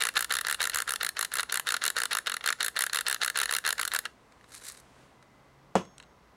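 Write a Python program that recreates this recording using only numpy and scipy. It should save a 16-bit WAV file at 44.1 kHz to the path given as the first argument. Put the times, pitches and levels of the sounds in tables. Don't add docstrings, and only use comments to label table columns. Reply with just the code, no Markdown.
import sys
import numpy as np
from scipy import signal
from scipy.fft import rfft, irfft, next_fast_len
from scipy.io import wavfile
from scipy.ndimage import map_coordinates

SR = 44100
rng = np.random.default_rng(int(sys.argv[2]) if len(sys.argv) > 2 else 0)


def materialize(psi):
    bounded = np.clip(np.atleast_2d(psi).T, -1, 1)
    quanta = np.round(bounded * 32767).astype(np.int16)
    wavfile.write(sys.argv[1], SR, quanta)


N = 280468


def amp(db):
    return 10 ** (np.asarray(db) / 20)


def unit(x):
    return x / np.sqrt(np.mean(x ** 2, axis=-1, keepdims=True) + 1e-20)


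def along(points, hz):
    knot_hz, value = np.transpose(points)
    return np.interp(np.log(hz + 1), np.log(knot_hz + 1), value)


def curves(rows):
    s, *columns = np.transpose(rows)
    return [np.interp(np.arange(N) / SR, s, column) for column in columns]


def wobble(rate):
    knots = rng.standard_normal(int(N * rate / SR) + 4)
    return map_coordinates(knots, [np.arange(N) * rate / SR])


def filtered(x, response):
    size = next_fast_len(N + SR // 2)
    return irfft(rfft(x, size) * response(np.fft.rfftfreq(size, 1 / SR)), size)[:N]


def noise(spectrum):
    return unit(filtered(rng.standard_normal(N), lambda hz: amp(along(spectrum, hz))))


def tone(hz):
    return np.sqrt(2) * np.sin(2 * np.pi * np.cumsum(hz) / SR)


def coloured(x, spectrum, tilt, size=4096):
    hz = np.fft.rfftfreq(size, 1 / SR)
    octaves = np.log2(np.maximum(hz, 1600) / 4000)
    db = along(spectrum, hz) + np.reshape(tilt, (-1, 1)).clip(-8, 8) * octaves
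    cepstrum = irfft(np.log(amp(np.maximum(db, -90))))
    cepstrum[:, 1:size // 2] *= 2
    cepstrum[:, size // 2 + 1:] = 0
    response = irfft(np.exp(rfft(cepstrum)))
    return signal.fftconvolve(x, response, axes=1)[:, :x.shape[1]]


def bursts(spectrum, t60, attack, count, edge=0, tilt=0, spread=0.31, size=2048):
    t = np.arange(size) / SR
    life = t60 * np.exp(spread * rng.standard_normal((count, 1)))
    envelope = amp(-60 * t / life) * (1 - np.exp(-t / attack))
    debris = unit(rng.standard_normal((count, size)) * envelope)
    rows = coloured(debris + edge * np.sqrt(size) * (t == 0), spectrum, tilt)
    return unit(rows) * np.sqrt(.005 * SR / size)


def placed(times, db, rows):
    start = np.round(np.asarray(times) * SR).astype(int).clip(0)
    index = start[:, None] + np.arange(rows.shape[-1])
    return np.bincount(index.ravel(), (amp(db)[:, None] * rows).ravel(), N)[:N]


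# frequency in Hz, relative density in dB per Hz.
AIR_COLOUR = [(13, -56.5), (22, -27), (43, -17), (96, -13), (130, -10.5), (275, -11), (306, -13),
              (470, -13), (920, -15), (997, -12.5), (1850, -23), (2010, -19), (2290, -26), (5560, -33.5),
              (13500, -45)]


def distant_air(level_db=-60.5):
    return amp(level_db + 0.42 * wobble(3.3)) * noise(AIR_COLOUR)


# time in seconds, low rumble level before the trim in dB.
BREEZE_LEVEL = [(0, -72), (.3, -65), (.6, -61), (1, -68.5), (1.8, -73.5), (2.1, -74.5), (4, -67.5),
                (5, -72), (6.36, -68.5)]
# frequency in Hz, relative density in dB per Hz.
BREEZE_COLOUR = [(20, -24), (40, -7), (58, 5), (80, -6.5), (140, -33.5), (400, -69), (1000, -120)]


def breeze(trim_db=-1):
    level_db, = curves(BREEZE_LEVEL)
    return amp(level_db + trim_db) * noise(BREEZE_COLOUR)


# time in seconds, mean firing rate in Hz, mean level in dB.
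ENGINE_PATH = [(0, 110, -89), (4.1, 112, -85), (4.4, 116, -73), (4.9, 129, -70), (5.2, 130, -75.5),
               (5.65, 136, -64.5), (6.1, 141, -71), (6.36, 140, -88)]


def far_engine():
    firing_hz, level_db = curves(ENGINE_PATH)
    unsteady_hz = firing_hz * (1 + 0.0096 * wobble(10.0))
    return amp(level_db + 1.6 * wobble(9.4)) * tone(unsteady_hz)


# time in seconds, level in dB.
WHISTLE_LEVEL = [(5.1, -100), (5.2, -73), (5.4, -75), (5.55, -76), (5.7, -100)]


def whistle(hz=2030):
    level_db, = curves(WHISTLE_LEVEL)
    return amp(level_db) * tone(hz * (1 + .008 * wobble(60)))


# frequency in Hz, t60 in seconds.
GARDEN_T60 = [(200, 0.36), (1500, 0.17), (5000, 0.28), (10000, 0.24), (13000, 0.19), (16000, 0.19)]


def echoes(x, delay_s=.008):
    hz, t, bands = signal.stft(rng.standard_normal(SR // 2), SR, nperseg=256)
    decay = amp(-60 * t / along(GARDEN_T60, hz)[:, None])
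    tail = signal.istft(bands * decay, SR, nperseg=256)[1]
    tail = np.pad(tail / np.linalg.norm(tail), (int(delay_s * SR), 0))
    return signal.fftconvolve(x, tail)[:N]


# time in seconds, sleeve level in dB.
SLEEVE_LEVEL = [(4.1, -71), (4.4, -66.5), (4.8, -64.5), (5.03, -60.5), (5.18, -72), (5.45, -73), (5.7, -90)]
# frequency in Hz, relative density in dB per Hz.
CLOTH_COLOUR = [(100, 0), (400, 6), (1100, 2), (2500, -2), (5000, -9.5), (9000, -11), (14000, -29.5),
                (16000, -29.5)]


def sleeve():
    level_db, = curves([(SLEEVE_LEVEL[0][0] - .1, -120), *SLEEVE_LEVEL])
    return amp(level_db) * noise(CLOTH_COLOUR)


# time in seconds, rustle level before the trims in dB.
RUSTLE_LEVEL = [(4.45, -76), (4.456, -77), (4.548, -43), (4.584, -53), (4.594, -57), (4.69, -40),
                (4.766, -64), (4.772, -51), (4.86, -86)]
# frequency in Hz, relative density in dB per Hz.
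RUB_COLOUR = [(650, -38), (1100, -5), (1780, 0), (3260, -9.5), (3990, 1.5), (4460, -4), (6750, -3),
              (8540, -1), (10500, -4), (16000, -25)]
# start in seconds, level before the trim in dB, tilt in dB an octave.
LOOSE_GRAINS = [(4.3218, -45.5, -5.5), (4.4107, -44, -10), (4.4418, -42, -10), (4.5191, -40, -4),
                (4.5496, -32.5, 3), (4.5778, -36, 2), (4.621, -40, -7), (4.6368, -35, 2), (4.6525, -33, 3),
                (4.6847, -25.5, 8), (4.7205, -34, 8), (4.7478, -38.5, -2.5), (4.7747, -41, -1),
                (4.799, -41, 4), (5.226, -43.5, -7)]


def lifted_away(slide_db=-4, grains_db=-5, loose_db=-12.0, scatter_db=5, count=130):
    first_s, last_s = RUSTLE_LEVEL[0][0], RUSTLE_LEVEL[-1][0]
    level_db, = curves([(first_s - .05, -120), *RUSTLE_LEVEL, (last_s + .05, -120)])
    slide = amp(level_db + slide_db) * unit(noise(RUB_COLOUR) * amp(3.27 * wobble(260)))
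    when = rng.uniform(first_s, last_s, count)
    size_db = level_db[(when * SR).astype(int)] + grains_db + scatter_db * rng.uniform(-2.7, 1, count)
    tilts = 2 * rng.standard_normal(count)
    grain_rows = bursts(RUB_COLOUR, t60=0.012, attack=.0001, edge=0.41, tilt=tilts, count=count)
    grains = placed(when, size_db, grain_rows)
    s, db, tilt = np.transpose(LOOSE_GRAINS)
    tick_rows = bursts(RUB_COLOUR, t60=0.016, attack=0.00033, tilt=tilt, count=len(s))
    return slide + grains + placed(s, db + loose_db, tick_rows)


# frequency in Hz, relative density in dB per Hz.
SHELL_COLOUR = [(120, -42), (200, -35.5), (335, -35.5), (468, -14.5), (585, -24.5), (877, -17), (1190, -5),
                (1330, 0), (1690, 1), (2460, -13), (2750, -6.5), (3340, -11), (4180, -4.5), (4740, -19.5),
                (5600, -19), (7280, -28), (12300, -120)]


def shell_bursts(**settings):
    return bursts(SHELL_COLOUR, **settings)


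# start in seconds, knock level (trimmed for each part) in dB, shell level in dB, snap level in dB.
TABLE_CONTACTS = [(5.7544, -9.5, -38, -35.5), (5.852, -58, -58, -63), (5.981, -64, -59, -48),
                  (5.9997, -62, -45.5, -56), (6.026, -68, -55, -57), (6.034, -72, -55, -68)]
# frequency in Hz, level before the trims in dB, t60 in s.
TABLE_MODES = [(99, -28, 0.22), (187.5, -12, 0.15), (247, -29, 0.17), (348, -11, 0.12), (470, -27, 0.098),
               (490, -30, 0.16), (547, -4, 0.065), (595, -23, .075), (663, -12, .07), (830, -33, .11),
               (930, -39, .15), (1044, -21, 0.11), (1180, -33, 0.093), (1370, -36, .1), (1556, -31, .1),
               (1720, -25, 0.098), (2014, -33, 0.19), (2380, -35, .12), (2780, -30, 0.11),
               (3321, -44, 0.41), (3400, -45, .35), (5470, -52, 1.0), (6449, -46, 0.82), (7585, -62.5, .34)]
# frequency in Hz, relative density in dB per Hz.
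RATTLE_COLOUR = [(30, -53), (70, -25), (130, -12), (200, -1), (350, -6.5), (620, -9.5), (1060, -6.5),
                 (1880, -21), (2820, -18), (4600, -29), (6500, -25.5), (10000, -38), (15000, -52)]
# frequency in Hz, relative density in dB per Hz.
EDGE_COLOUR = [(1000, -16), (3000, -4), (5500, -7), (8000, 0.5), (11000, -16.5), (16000, -34)]


def set_down(push_hz=650, push_s=0.00085, push_db=2.0, settle_s=.0101, settle_db=-8, ring_db=-1, rattle_db=-12):
    s, knock_db, shell_db, snap_db = np.transpose(TABLE_CONTACTS)
    count = len(s)
    t = np.arange(SR * 3 // 5) / SR
    turn = 2 * np.pi * push_hz
    swing = (t / push_s) * np.exp(1 - t / push_s) * np.cos(turn * t) * (1 - np.exp(-turn * t))
    push = amp(push_db) * np.gradient(swing) * SR / turn
    modes = sum(amp(db - 60 * t / t60) * np.sin(2 * np.pi * (hz * t + rng.random()))
                for hz, db, t60 in TABLE_MODES)
    ring = amp(ring_db) * modes * (1 - np.exp(-(t / 0.0021) ** 2))
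    knock = placed(s, knock_db, push + ring)
    settle = placed(s + settle_s, knock_db + settle_db, np.interp(0.6 * t, t, push))
    rattle_rows = bursts(RATTLE_COLOUR, t60=0.18, attack=0.0015, spread=0, count=count, size=8192)
    rattle = placed(s, knock_db + rattle_db, rattle_rows)
    shell = placed(s, shell_db, shell_bursts(t60=0.024, attack=0.00055, spread=0.072, count=count))
    snap = placed(s, snap_db, bursts(EDGE_COLOUR, t60=0.0081, attack=0.00047, spread=.1, count=count))
    return knock + settle + rattle + shell + snap


CRACK_DB, SNAP_DB = -0.87, 1
GRAIN_SCATTER_DB, SNAP_SCATTER_DB = 0.5, 1.35
EASE_OFF_DB = -1.5
FIRST_TOOTH_DB, FIRST_SNAP_DB = -1, -0.5
BITE_FROM_S, BITE_TO_S = .003, .017
BITE_DB, BITE_SNAP_DB, BITE_SCATTER_DB = -7, -12.5, 4
TAKE_UP_S, TAKE_UP_DB = .006, -16


def twist(start, length, teeth, slow_start, slow_finish, crack_db, snap_db, first_db, first_snap_db, bite_db,
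          count=3):
    u = np.linspace(0, 1, int(round(teeth)))
    s = start + length * (u + u * (1 - u) * (slow_start * (1 - u) - slow_finish * u))
    body = np.full(len(u), crack_db + CRACK_DB)
    snap = np.full(len(u), snap_db + SNAP_DB)
    body[0] = first_db + FIRST_TOOTH_DB
    snap[0] = first_snap_db + FIRST_SNAP_DB
    body[-1] += EASE_OFF_DB
    grain, sharpness = rng.standard_normal((len(u), 2)).T
    heft = GRAIN_SCATTER_DB * grain
    cracks = np.column_stack([s, body + heft, snap - heft + SNAP_SCATTER_DB * sharpness])
    take_up = [start - TAKE_UP_S * rng.uniform(.5, 1), first_db + TAKE_UP_DB, BITE_SNAP_DB]
    share = (np.arange(count) + rng.random(count)) / count
    when = start + BITE_FROM_S + (BITE_TO_S - BITE_FROM_S) * share
    split_db = bite_db + BITE_DB + BITE_SCATTER_DB * rng.standard_normal(count)
    splits = np.column_stack([when, split_db, np.full(count, BITE_SNAP_DB)])
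    return np.vstack([take_up, splits, cracks])


# first tooth in seconds, length in seconds, number of teeth, start lag and finish lag (shares of the
# whole twist length, below 0 is quicker), crack body in dB, crack snap over body in dB, first tooth body in dB,
# first tooth snap over body in dB, bite in dB.
KNOB_TWISTS = [(0.006, 0.082, 6, -0.05, 0.2, -26.5, -2.5, -29.0, -6.5, -26.0),
               (0.158, 0.087, 6, 0.09, 0.29, -28.5, -1.0, -28.0, -9.0, -20.5),
               (0.306, 0.105, 7, 0.1, 0.55, -27.5, -2.0, -29.0, -10.0, -26.5),
               (0.448, 0.097, 7, 0.44, 0.32, -27.5, -2.0, -31.5, -13.5, -34.5),
               (0.604, 0.093, 7, -0.08, 0.85, -28.0, -1.5, -25.0, -13.5, -23.0),
               (0.734, 0.087, 7, -0.17, 0.37, -27.5, -2.0, -35.0, -15.0, -38.5),
               (0.877, 0.082, 6, 0.1, 0.55, -29.5, 0.5, -29.0, -9.0, -28.0),
               (1.009, 0.081, 5, 0.32, 0.54, -27.5, -2.0, -26.0, -17.0, -34.5),
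               (1.168, 0.08, 5, 0.4, 0.16, -27.0, -1.0, -29.5, -18.0, -35.5),
               (1.318, 0.113, 7, 0.21, 0.54, -29.5, -1.5, -35.0, -8.0, -36.5),
               (1.496, 0.101, 6, 0.71, 0.47, -27.0, -1.0, -34.0, -20.0, -35.0),
               (1.67, 0.096, 6, 0.1, 0.5, -26.0, -4.0, -26.5, -9.0, -29.0),
               (1.819, 0.083, 6, 0.48, 0.71, -26.5, -1.0, -29.5, -15.5, -33.0),
               (1.966, 0.089, 6, 0.18, 0.23, -27.0, -3.5, -24.5, -7.5, -26.0),
               (2.112, 0.074, 5, -0.04, -0.25, -25.5, -4.0, -29.5, -8.5, -25.0),
               (2.27, 0.097, 5, 0.26, 0.24, -28.5, -4.5, -24.5, -10.0, -29.0),
               (2.441, 0.085, 6, 0.42, 0.6, -24.5, -4.5, -30.0, -9.5, -39.0),
               (2.606, 0.076, 5, 0.45, 0.22, -27.5, -1.0, -23.5, -9.5, -26.0),
               (2.764, 0.101, 6, 0.67, 0.68, -26.0, -1.0, -28.0, -12.0, -28.0),
               (2.932, 0.077, 6, 0.02, 0.64, -26.5, -3.0, -27.0, -2.0, -38.5),
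               (3.066, 0.079, 6, 0.27, 0.27, -27.0, -1.5, -26.5, -13.5, -24.5),
               (3.216, 0.084, 6, 0.12, 0.5, -27.0, -2.5, -25.5, -14.0, -24.5),
               (3.357, 0.1, 7, 0.16, 0.66, -26.5, -2.0, -25.5, -11.0, -26.0),
               (3.493, 0.092, 7, 0.29, 0.46, -27.5, -1.5, -25.5, -14.0, -40.0),
               (3.65, 0.077, 6, 0.01, 0.6, -25.0, -3.5, -27.0, -10.5, -27.0),
               (3.781, 0.096, 6, -0.1, 0.51, -28.5, -2.0, -33.0, -9.0, -30.0),
               (3.917, 0.072, 5, 0.47, 0.96, -26.5, -1.5, -31.0, -15.0, -36.0)]
# start in seconds, body before the mill's trim in dB, treble snap over body in dB.
HARD_CORN_BURSTS = [(0.1682, -25.5, -14), (1.3952, -23.5, -10.5), (1.7425, -25.5, -10),
                    (1.9791, -27.5, -12), (2.4884, -29, -12), (3.4297, -30.5, -25)]
# start in seconds, body before the mill's trim in dB, treble snap over body in dB.
TURNBACK_CLICKS = [(0.1397, -49, -1), (0.296, -43.5, -4), (0.718, -41, -10), (2.409, -38.5, -19),
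                   (2.8966, -33.5, -14), (3.162, -37, -24), (4.054, -29.5, -10), (4.059, -36, -20)]


def cracking():
    rows = np.vstack([twist(*row) for row in KNOB_TWISTS] + [HARD_CORN_BURSTS, TURNBACK_CLICKS])
    return rows[np.argsort(rows[:, 0])]


# frequency in Hz, width in Hz, gain before the trim in dB.
BOWL_RESONANCES = [(450, 62, -16.5), (1385, 39, -2), (1390, 83, -17), (1767, 100, -1.5), (2003, 170, 0),
                   (2796, 89, -4), (3675, 260, 0.5), (4360, 140, 2.5), (7320, 340, -18), (10500, 520, -21)]


def bowl_ring(crunch, trim_db=-7):
    def response(f):
        return sum(amp(gain_db) * 1j * f * width / (centre ** 2 - f * f + 1j * f * width)
                   for centre, width, gain_db in BOWL_RESONANCES)
    return amp(trim_db) * filtered(crunch, response)


# frequency in Hz, relative density in dB per Hz.
GRIT_COLOUR = [(150, -32.5), (450, -7), (900, -7.5), (1500, 1.5), (2000, -8), (2500, -10), (4100, -16.5),
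               (5500, -16), (10500, -29.5), (16000, -30)]


def grit(s, packed_db, shell, level_db=-13, drag_s=0.027, grain_db=4):
    t = np.arange(-SR // 10, SR // 10) / SR
    window = np.exp(-(2 * t / drag_s) ** 2)
    energy = placed(s, packed_db, shell) ** 2
    effort = np.sqrt(np.abs(signal.fftconvolve(energy, window / window.sum(), "same")))
    return amp(level_db) * effort * unit(noise(GRIT_COLOUR) * amp(grain_db * wobble(450)))


# frequency in Hz, relative density in dB per Hz.
SNAP_COLOUR = [(2820, -37.5), (4800, -7.5), (5930, -9), (6750, -0.5), (8520, -3.5), (10400, 2.5),
               (11600, -7), (15000, -11.5), (15800, -19.5), (16500, -15.5)]
# frequency in Hz, relative density in dB per Hz.
JOLT_COLOUR = [(100, -41), (280, -16), (470, -2.5), (900, 2), (2000, -4), (6000, -79.5)]
# frequency in Hz, relative density in dB per Hz.
CRUMB_COLOUR = [(200, -35.5), (900, -11.5), (1600, 5), (2400, -8.5), (4100, -7.5), (5500, -9.5),
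                (10000, -22.5), (16000, -38)]


def mill(body_db=-.5, snap_db=0, jolt_db=-18, crumb_db=-11.5, crumb_s=.007, scatter_db=7.0,
         body_tilt=2.4, snap_tilt=2.35, brightening=0.76, packed_s=0.024):
    s, db, bright_db = cracking().T
    count = len(s)
    shade, sparkle = rng.standard_normal((count, 2)).T
    reach = brightening * (bright_db - np.percentile(bright_db, 70)) + snap_tilt * sparkle
    shell = shell_bursts(t60=0.015, attack=0.00061, edge=0.3, tilt=body_tilt * shade, spread=0.29, count=count)
    body = placed(s, db + body_db, shell)
    snap_rows = bursts(SNAP_COLOUR, t60=0.011, attack=0.00015, edge=0.43, tilt=reach, spread=0.37, count=count)
    snap = placed(s, db + bright_db + snap_db, snap_rows)
    jolt = placed(s, db + jolt_db, bursts(JOLT_COLOUR, t60=0.0028, attack=.0002, edge=1.03, count=count))
    gaps = np.minimum(np.diff(s, prepend=0), np.diff(s, append=np.inf))
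    packed_db = db - 20 * np.log10(1 + (gaps / packed_s) ** 2).clip(None, .5)
    parent = np.repeat(np.arange(count), 2)
    when, strength = rng.laplace(size=(len(parent), 2)).T
    size_db = packed_db[parent] + crumb_db + scatter_db * (np.tanh(strength) - np.abs(when) / 2)
    crumb_rows = bursts(CRUMB_COLOUR, t60=0.01, attack=0.00014, count=len(parent))
    crumbs = placed(s[parent] + crumb_s * when, size_db, crumb_rows)
    crunch = body + snap + jolt + crumbs + grit(s, packed_db, shell)
    return crunch + bowl_ring(crunch)


def scene():
    background = distant_air() + breeze() + far_engine() + whistle()
    knock = set_down()
    grinding = mill() + lifted_away() + sleeve()
    tail = echoes(amp(-20) * grinding + amp(-19.5) * knock)
    return background + tail + knock + grinding


TOP_HZ = 16100


def record(dry):
    return filtered(dry, lambda hz: 1 / (1 + (hz / TOP_HZ) ** 120))


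dry = scene()
out = record(dry)
materialize(out)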